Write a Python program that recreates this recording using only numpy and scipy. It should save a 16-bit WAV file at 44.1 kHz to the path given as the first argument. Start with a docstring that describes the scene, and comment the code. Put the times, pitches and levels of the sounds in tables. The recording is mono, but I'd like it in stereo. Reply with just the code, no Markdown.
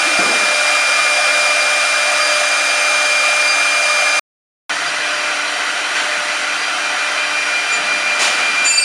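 """A carving machine's carriage rumbles and groans, then thuds once: rows of noise bursts, wavering tones, damped modes.
Close by, its spindle turns 299 times a second: sines at multiples of the speed whine and whistle over rushing noise.
From 2.2 s the cutter chatters in short chirps; half a second of silence follows at 4.2 s.
Then from the far end of the table the air is duller and a second spindle beats with the first.
At the end filtered noise spurts as air, and the head comes down with a squeal of throbbing, unsteady tones."""
import sys
import numpy as np
from scipy import signal
from scipy.fft import rfft, irfft, next_fast_len
from scipy.io import wavfile
from scipy.ndimage import uniform_filter1d, map_coordinates

SR = 44100
rng = np.random.default_rng(int(sys.argv[2]) if len(sys.argv) > 2 else 0)


def wav_record(signal):
    """Record a signal, one row per channel, as 16-bit PCM in the file named by sys.argv[1]."""
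    frames = np.transpose(np.atleast_2d(signal))
    bounded = np.clip(frames, -1, 1)
    # unit amplitude maps onto the largest positive 16-bit level
    quanta = np.round(bounded * 32767).astype(np.int16)
    wavfile.write(sys.argv[1], SR, quanta)


N = 389844
TIME = np.arange(N) / SR  # s

# Turbulent air close by: f/Hz, relative spectral level/dB (per Hz)
NEAR_AIR_SPECTRUM = [(25, -47.5), (70, -31), (110, -28.5), (160, -24), (300, -16.5), (500, -14.5),
                     (1000, -6), (1600, 1), (2600, -2.5), (4300, -7), (6500, -7), (9000, -6),
                     (10400, -11.5), (15000, -36.5)]
# Resonances of housing and table, close by: f/Hz, width/Hz, lift/dB
NEAR_RESONANCES = [(530.5, 42, 10), (704.5, 270, 14), (1219, 82, 11), (1424, 188, 7.5), (1690, 28, 8),
                   (2118, 150, 5.5), (2544, 180, 4.5), (2740, 61, 5), (3080, 43, 5), (3190, 69, 6.5),
                   (3820, 450, 5), (4330, 26, 3.5), (5030, 350, 5.5), (5900, 60, 5.5)]
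# Hum close by, as the head crosses the work: t/s, level/dB
NEAR_HUM_LEVEL = [(0, -32), (1.5, -27), (2.4, -27.5), (4.19, -31.5)]
# Fan whine close by: t/s, level/dB
NEAR_FAN_LEVEL = [(0.03, -19.5), (1.46, -17.5), (2.28, -21), (3.35, -16.5), (3.43, -17.5), (4.15, -18)]
# Other motors close by: beat f/Hz, t of a crest/s, level relative to the spindle's hum/dB
NEAR_MOTORS = [(1.156, 2.276, -11), (1.783, 2.286, -17.8)]


def spindle_near(turns, field):
    """Superposition beside the cutter: resonant air noise plus tones locked to rotor and field."""
    (hum_db,), (fan_db,) = curves(NEAR_HUM_LEVEL), curves(NEAR_FAN_LEVEL)
    # The rush fades by 0.24 dB/s as the head moves off
    air_db = -16 - 0.24 * TIME + 0.15 * wobble(7.3)
    out = amp(air_db) * air(turns, NEAR_AIR_SPECTRUM, NEAR_RESONANCES, chop=0.035, patchy_db=1.65)
    out += amp(hum_db) * hum(turns, NEAR_MOTORS, waver_db=0.5)
    out += whine(turns, fan_db, octave_db=-29.5, rough_db=0.76, smear=0.002, octave_rough_db=3.5)
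    out += shaft_tones(turns, is_far=False, waver_db=1.8)
    return out + whistles_near(field)


# Turbulent air from afar: f/Hz, relative spectral level/dB (per Hz)
FAR_AIR_SPECTRUM = [(25, -44), (60, -34), (110, -28), (160, -21), (300, -13), (500, -9.5), (1000, -3.5),
                    (1600, 0.5), (2600, -2), (4300, -8.5), (6500, -11.5), (9000, -13), (10400, -17),
                    (15000, -44)]
# Resonances of housing and table, from afar: f/Hz, width/Hz, lift/dB
FAR_RESONANCES = [(711, 122, 8.5), (1190, 30, 2), (1440, 250, 7.5), (1994, 125, 5.8), (2600, 250, 4.3),
                  (3110, 92, 8.2), (3800, 130, 1.9), (4073, 55, 9.5), (4540, 87, 6.8), (7300, 47, 3.7)]
# Brief swells of the rush: start t/s, end t/s, added gain relative to the steady rush/dB
AIR_SWELLS = [(5.93, 6.0, -10), (8.2, 8.43, -13)]
# Fan whines from afar, before the closing drop: t/s, own fan level/dB, second spindle's fan level/dB
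FAR_FAN_LEVELS = [(4.7, -38.2, -37.3), (5.2, -29.0, -34.4), (5.7, -38.4, -37.9), (6.3, -33.6, -35.3),
                  (7.0, -31.1, -28.7), (7.45, -23.5, -28.4), (8.05, -21.6, -27.8), (8.3, -22.8, -34.6),
                  (8.55, -18.6, -33.6)]
# Other motors from afar: beat f/Hz, t of a crest/s, level relative to the spindle's hum/dB
FAR_MOTORS = [(1.044, 7.158, -6.5), (1.666, 6.853, -12.5)]


def spindle_far(turns, field):
    """Superposition from afar: duller air and two beating fans, turned down 4.8 dB under the closing squeal."""
    fan_db, second_db = curves(FAR_FAN_LEVELS)
    flow = amp(-19) * (1 + bursts(AIR_SWELLS, attack_s=0.027, fall_db_per_s=134))
    out = flow * air(turns, FAR_AIR_SPECTRUM, FAR_RESONANCES, chop=0.025, patchy_db=1.7)
    out += amp(-36.5) * hum(turns, FAR_MOTORS, waver_db=1.3)
    out += whine(turns, fan_db, octave_db=-32.5, rough_db=1.5, smear=0.0022, octave_rough_db=1.0)
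    out += amp(second_db) * second_fan(turns)
    out += shaft_tones(turns, is_far=True, waver_db=1.6)
    out += whistles_far(field)
    drop_start_s, glide_s, drop_db = 8.648, 0.055, -4.8
    return out * amp(drop_db * np.clip((TIME - drop_start_s) / glide_s, 0, 1))


def whine(turns, fan_db, octave_db, rough_db, smear, octave_rough_db):
    """Blade passing: eight blades in unsteady air sound the eighth multiple of rotation and its octave."""
    blades = turns + smear * wobble(45)
    fan = amp(fan_db + rough_db * wobble(70)) * tone(blades, order=8)
    # The octave gains 0.6 dB for each dB of the whine
    follow_db = 0.6 * (fan_db - fan_db.max())
    octave_level_db = octave_db + follow_db + octave_rough_db * wobble(60)
    return fan + amp(octave_level_db) * tone(blades, order=16)


def second_fan(turns):
    """Interference: a second spindle a shade faster sets its fan whine beating with the first."""
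    beat_hz, crest_s = 5.62, 7.39
    return tone(8 * turns + beat_hz * (TIME - crest_s), order=1)


def air(turns, spectrum, modes, chop, patchy_db):
    """Turbulence: cooling air comes in patches; rotation chops its hiss once and twice a turn."""
    patches = signal.stft(rush(spectrum, modes), nperseg=1024)[2]
    eddies = uniform_filter1d(rng.standard_normal(patches.shape), size=2, axis=0)
    eddies = uniform_filter1d(eddies, size=3, axis=1)
    noise = signal.istft(patches * amp(patchy_db * unit(eddies)), nperseg=1024)[1][:N]
    # The hiss fades in between 1 and 2 kHz
    hiss = filtered(noise, lambda hz: np.clip(hz / 1000 - 1, 0, 1))
    pulsing = chop * (tone(turns, order=1) + tone(turns, order=2))
    return unit(noise + hiss * pulsing)


# Magnetic whistles: order (multiple of drive f), near level before/dB, near level after/dB, far level/dB
WHISTLE_TONES = [(18, -34.5, -42, -48), (19, -37.5, -52, -38), (21, -40.5, -32, -43),
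                 (25, -61.5, -52.5, -52)]


def whistles_near(field):
    """Magnetic excitation: multiples of the drive frequency change balance as the head moves on."""
    # The balance starts a fifth of the way from "before" to "after"
    moved, = curves([(2.0, 0.2), (2.5, 1)])
    out = np.zeros(N)
    for order, before_db, after_db, _ in WHISTLE_TONES:
        level_db = before_db + (after_db - before_db) * moved + 1.0 * wobble(16)
        out += amp(level_db) * tone(field, order)
    return out


def whistles_far(field):
    """Magnetic excitation: the same multiples of the drive frequency at their balance from afar."""
    return sum(amp(db + 0.7 * wobble(11.0)) * tone(field, order) for order, _, _, db in WHISTLE_TONES)


def hum(turns, beats, waver_db):
    """Beating: a hum at twice the rotation swells and fades against motors a shade faster."""
    others = sum(amp(db) * tone(2 * turns + hz * (TIME - crest), order=1) for hz, crest, db in beats)
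    return amp(waver_db * wobble(13)) * (tone(turns, order=2) + others)


# Weak shaft tones: order (multiple of shaft speed), near level/dB, far level/dB
SHAFT_TONES = [(1, -46.5, -46), (3, -62, -45), (4, -49, -39.5)]


def shaft_tones(turns, is_far, waver_db):
    """Harmonics of rotation: weak wavering sines at whole multiples of the shaft speed."""
    out = np.zeros(N)
    for order, near_db, far_db in SHAFT_TONES:
        level_db = far_db if is_far else near_db
        out += amp(level_db + waver_db * wobble(14)) * tone(turns, order)
    return out


# Cutter chatter: start t/s, end t/s, f/Hz, width/Hz, level/dB
CHATTER = [(2.19, 2.35, 4777, 14, -21), (3.45, 3.54, 4790, 23.5, -20), (4.85, 4.9, 4756, 23, -27),
           (5.12, 5.24, 4752, 30, -31.5), (6.57, 6.7, 4768, 24, -28)]


def cutter_chirps():
    """Chatter: the cutter sounds short, narrow-band tones of unsteady level."""
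    return sing(CHATTER, rough_db=1.5)


# Tones of the squealing slide: f/Hz, width of wander/Hz, relative level/dB, throb depth/dB, full growth/dB
SLIDE_MODES = [(2659, 18, -23, -3.5, -2), (4450, 50, -46, 0, 14), (4642, 24, -20, 8, -2),
               (5150, 20, -38, 3, 10), (7108, 16, -14.5, 0, -12), (8420, 14, -25, 1, 4),
               (9390, 30, -42, 0, 12), (9710, 40, -31, 0, -12), (9910, 30, -38, 0, 1),
               (10990, 30, -35, 0, -2), (12320, 30, -43, 0, 3), (13050, 40, -56, 0, 0),
               (13620, 60, -56, 0, 0)]
# Short, weaker squeals first, then the full one: start t/s, end t/s, level/dB
SLIDE_SQUEALS = [(7.712, 7.735, -11), (8.195, 8.27, -13.5), (8.3, 8.63, -31), (8.642, 8.85, -1.5)]


def head_squeal(waver_db=3.0):
    """Modal sound of a slide: wandering tones throb together and trade strength."""
    progress, = curves([(8.69, 0.075), (8.84, 1)])
    throb_hz, null_s = 20.6, 8.711
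    throb = 2 * np.abs(np.sin(np.pi * throb_hz * (TIME - null_s))) - 1.5
    squeal = np.zeros(N)
    for hz, width, db, throb_db, growth_db in SLIDE_MODES:
        cycles = np.cumsum(hz + width / 2 * wobble(120)) / SR
        level_db = db + throb_db * throb + growth_db * progress + waver_db * wobble(60)
        squeal += amp(level_db) * tone(cycles, order=1)
    return bursts(SLIDE_SQUEALS, attack_s=0.02, fall_db_per_s=250) * squeal


# Compressed air spurting and leaking from a valve: start t/s, end t/s, level/dB
VALVE_SPURTS = [(8.187, 8.26, -17), (8.3, 8.63, -35), (8.645, 8.675, -26)]
# Spurting air: f/Hz, relative spectral level/dB (per Hz)
SPURT_SPECTRUM = [(40, -55), (200, -24), (700, -1.5), (2500, -0.5), (5000, -3), (7000, -4), (9500, -8),
                  (14500, -33.5)]


def air_spurts():
    """Jet noise: compressed air leaves a valve as short, flickering bursts of broadband noise."""
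    gusts = bursts(VALVE_SPURTS, attack_s=0.014, fall_db_per_s=150)
    return gusts * amp(0.8 * wobble(90)) * rush(SPURT_SPECTRUM)


# Carriage travels: start t/s, end t/s, rumble level/dB
CARRIAGE_TRAVELS = [(0, .15, -42.5), (0.175, 0.34, -26.5), (4.7, 4.85, -45), (7.74, 8.62, -40)]
# Rumble: f/Hz, relative spectral level/dB (per Hz)
RUMBLE_SPECTRUM = [(30, -44.5), (90, -33.5), (180, -4), (310, -3), (450, -2), (800, -5.5), (2000, -33),
                   (6000, -76)]
# Groans of the axis drives: start t/s, end t/s, f/Hz, width/Hz, level/dB
AXIS_GROANS = [(0.0, 0.196, 316, 49, -34.5), (4.72, 5.06, 153.4, 21, -50.5)]
# Frame modes rung by the jolt: f/Hz, starting level/dB, 60 dB decay time/s
FRAME_MODES = [(123, -31, .08), (186, -22, 0.15), (318, -17, 0.13), (702, -17, 0.15)]


def carriage():
    """Impulse response: one jolt rings the frame's damped modes as the axes rumble and groan."""
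    rumble = bursts(CARRIAGE_TRAVELS, attack_s=0.019, fall_db_per_s=75) * rush(RUMBLE_SPECTRUM)
    jolt_s, attack_s = 0.186, 0.0027
    t = np.maximum(TIME - jolt_s, 0)
    thud = sum(amp(db - 60 * t / t60) * np.sin(2 * np.pi * hz * t) for hz, db, t60 in FRAME_MODES)
    return rumble + sing(AXIS_GROANS, rough_db=4.5) + thud * (1 - np.exp(-t / attack_s))


def sing(rows, rough_db):
    """Frequency and amplitude modulation: unsteady tones swell and die, one for each row."""
    out = np.zeros(N)
    for on, off, hz, width, db in rows:
        swell = np.sqrt(np.interp(TIME, [on, (on + off) / 2, off], [0, 1, 0]))
        cycles = np.cumsum(hz + width / 2 * wobble(60)) / SR
        out += amp(db + rough_db * wobble(40)) * swell * tone(cycles, order=1)
    return out


def bursts(rows, attack_s, fall_db_per_s):
    """Envelope: the gain of each (start, end, dB) row rises linearly, holds and decays exponentially."""
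    gain = np.zeros(N)
    for on, off, db in rows:
        attack = np.clip((TIME - on) / attack_s, 0, 1)
        gain += attack * amp(db - fall_db_per_s * np.maximum(TIME - off, 0))
    return gain


def rotation(hz, drift):
    """Phase as the integral of speed: turns made so far at a slightly unsteady rate."""
    return np.cumsum(hz * (1 + drift * wobble(5))) / SR


def tone(turns, order):
    """Harmonic motion: a sine of rms 1 at a whole multiple of a rotation."""
    return np.sqrt(2) * np.sin(2 * np.pi * order * turns)


def rush(spectrum, modes=()):
    """Spectral shaping: white noise takes a broad spectrum and resonances, scaled to rms 1."""
    length = next_fast_len(N, True)
    f, db = np.transpose(spectrum)
    hz = np.fft.rfftfreq(length, 1 / SR)
    colour = amp(np.interp(np.log(hz + 1), np.log(f), db) + bumps(modes, hz))
    return unit(irfft(colour * rfft(rng.standard_normal(length)))[:N])


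def bumps(modes, hz):
    """Resonance curves: the dB that a set of resonances or notches adds at each frequency."""
    return sum(db / (1 + (2 * (hz - centre) / width) ** 2) for centre, width, db in modes)


def filtered(x, response):
    """Linear filtering: the spectrum of x is multiplied by a response of frequency."""
    m = next_fast_len(N + 8192)
    return irfft(rfft(x, m) * response(np.fft.rfftfreq(m, 1 / SR)), m)[..., :N]


def wobble(rate):
    """Random modulation: a smooth curve through random knots, rate knots a second."""
    return map_coordinates(rng.standard_normal(int(N * rate / SR) + 4), [TIME * rate])


def curves(rows):
    """Linear interpolation: one value per sample for each column after the time."""
    s, *cols = np.transpose(rows)
    return [np.interp(TIME, s, c) for c in cols]


def unit(x):
    """Normalisation to rms 1."""
    return x / np.sqrt(np.mean(np.abs(x) ** 2) + 1e-20)


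def amp(db):
    """Logarithmic level: decibels to amplitude gain."""
    return 10 ** (np.asarray(db) / 20)


def scene():
    """Induction slip: the rotor lags its driving field; silence parts the two positions."""
    turns = rotation(hz=298.96, drift=0.00021)
    field = rotation(hz=300.03, drift=0.00004)
    machine = cutter_chirps() + head_squeal() + air_spurts() + carriage()
    near_end_s, far_start_s = 4.195, 4.695
    near = (spindle_near(turns, field) + machine) * (TIME < near_end_s)
    far = (spindle_far(turns, field) + machine) * (TIME > far_start_s)
    return np.array([near + far] * 2)


def record(dry):
    """Frequency response of a mono microphone: two treble notches and a steep band limit."""
    notches = [(7940, 380, -8.5), (11660, 730, -30.5)]  # f/Hz, width/Hz, level/dB
    top_hz = 15200
    return filtered(dry, lambda hz: amp(bumps(notches, hz)) * np.clip((top_hz - hz) / 100, 0, 1))


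dry = scene()
out = record(dry)
wav_record(out)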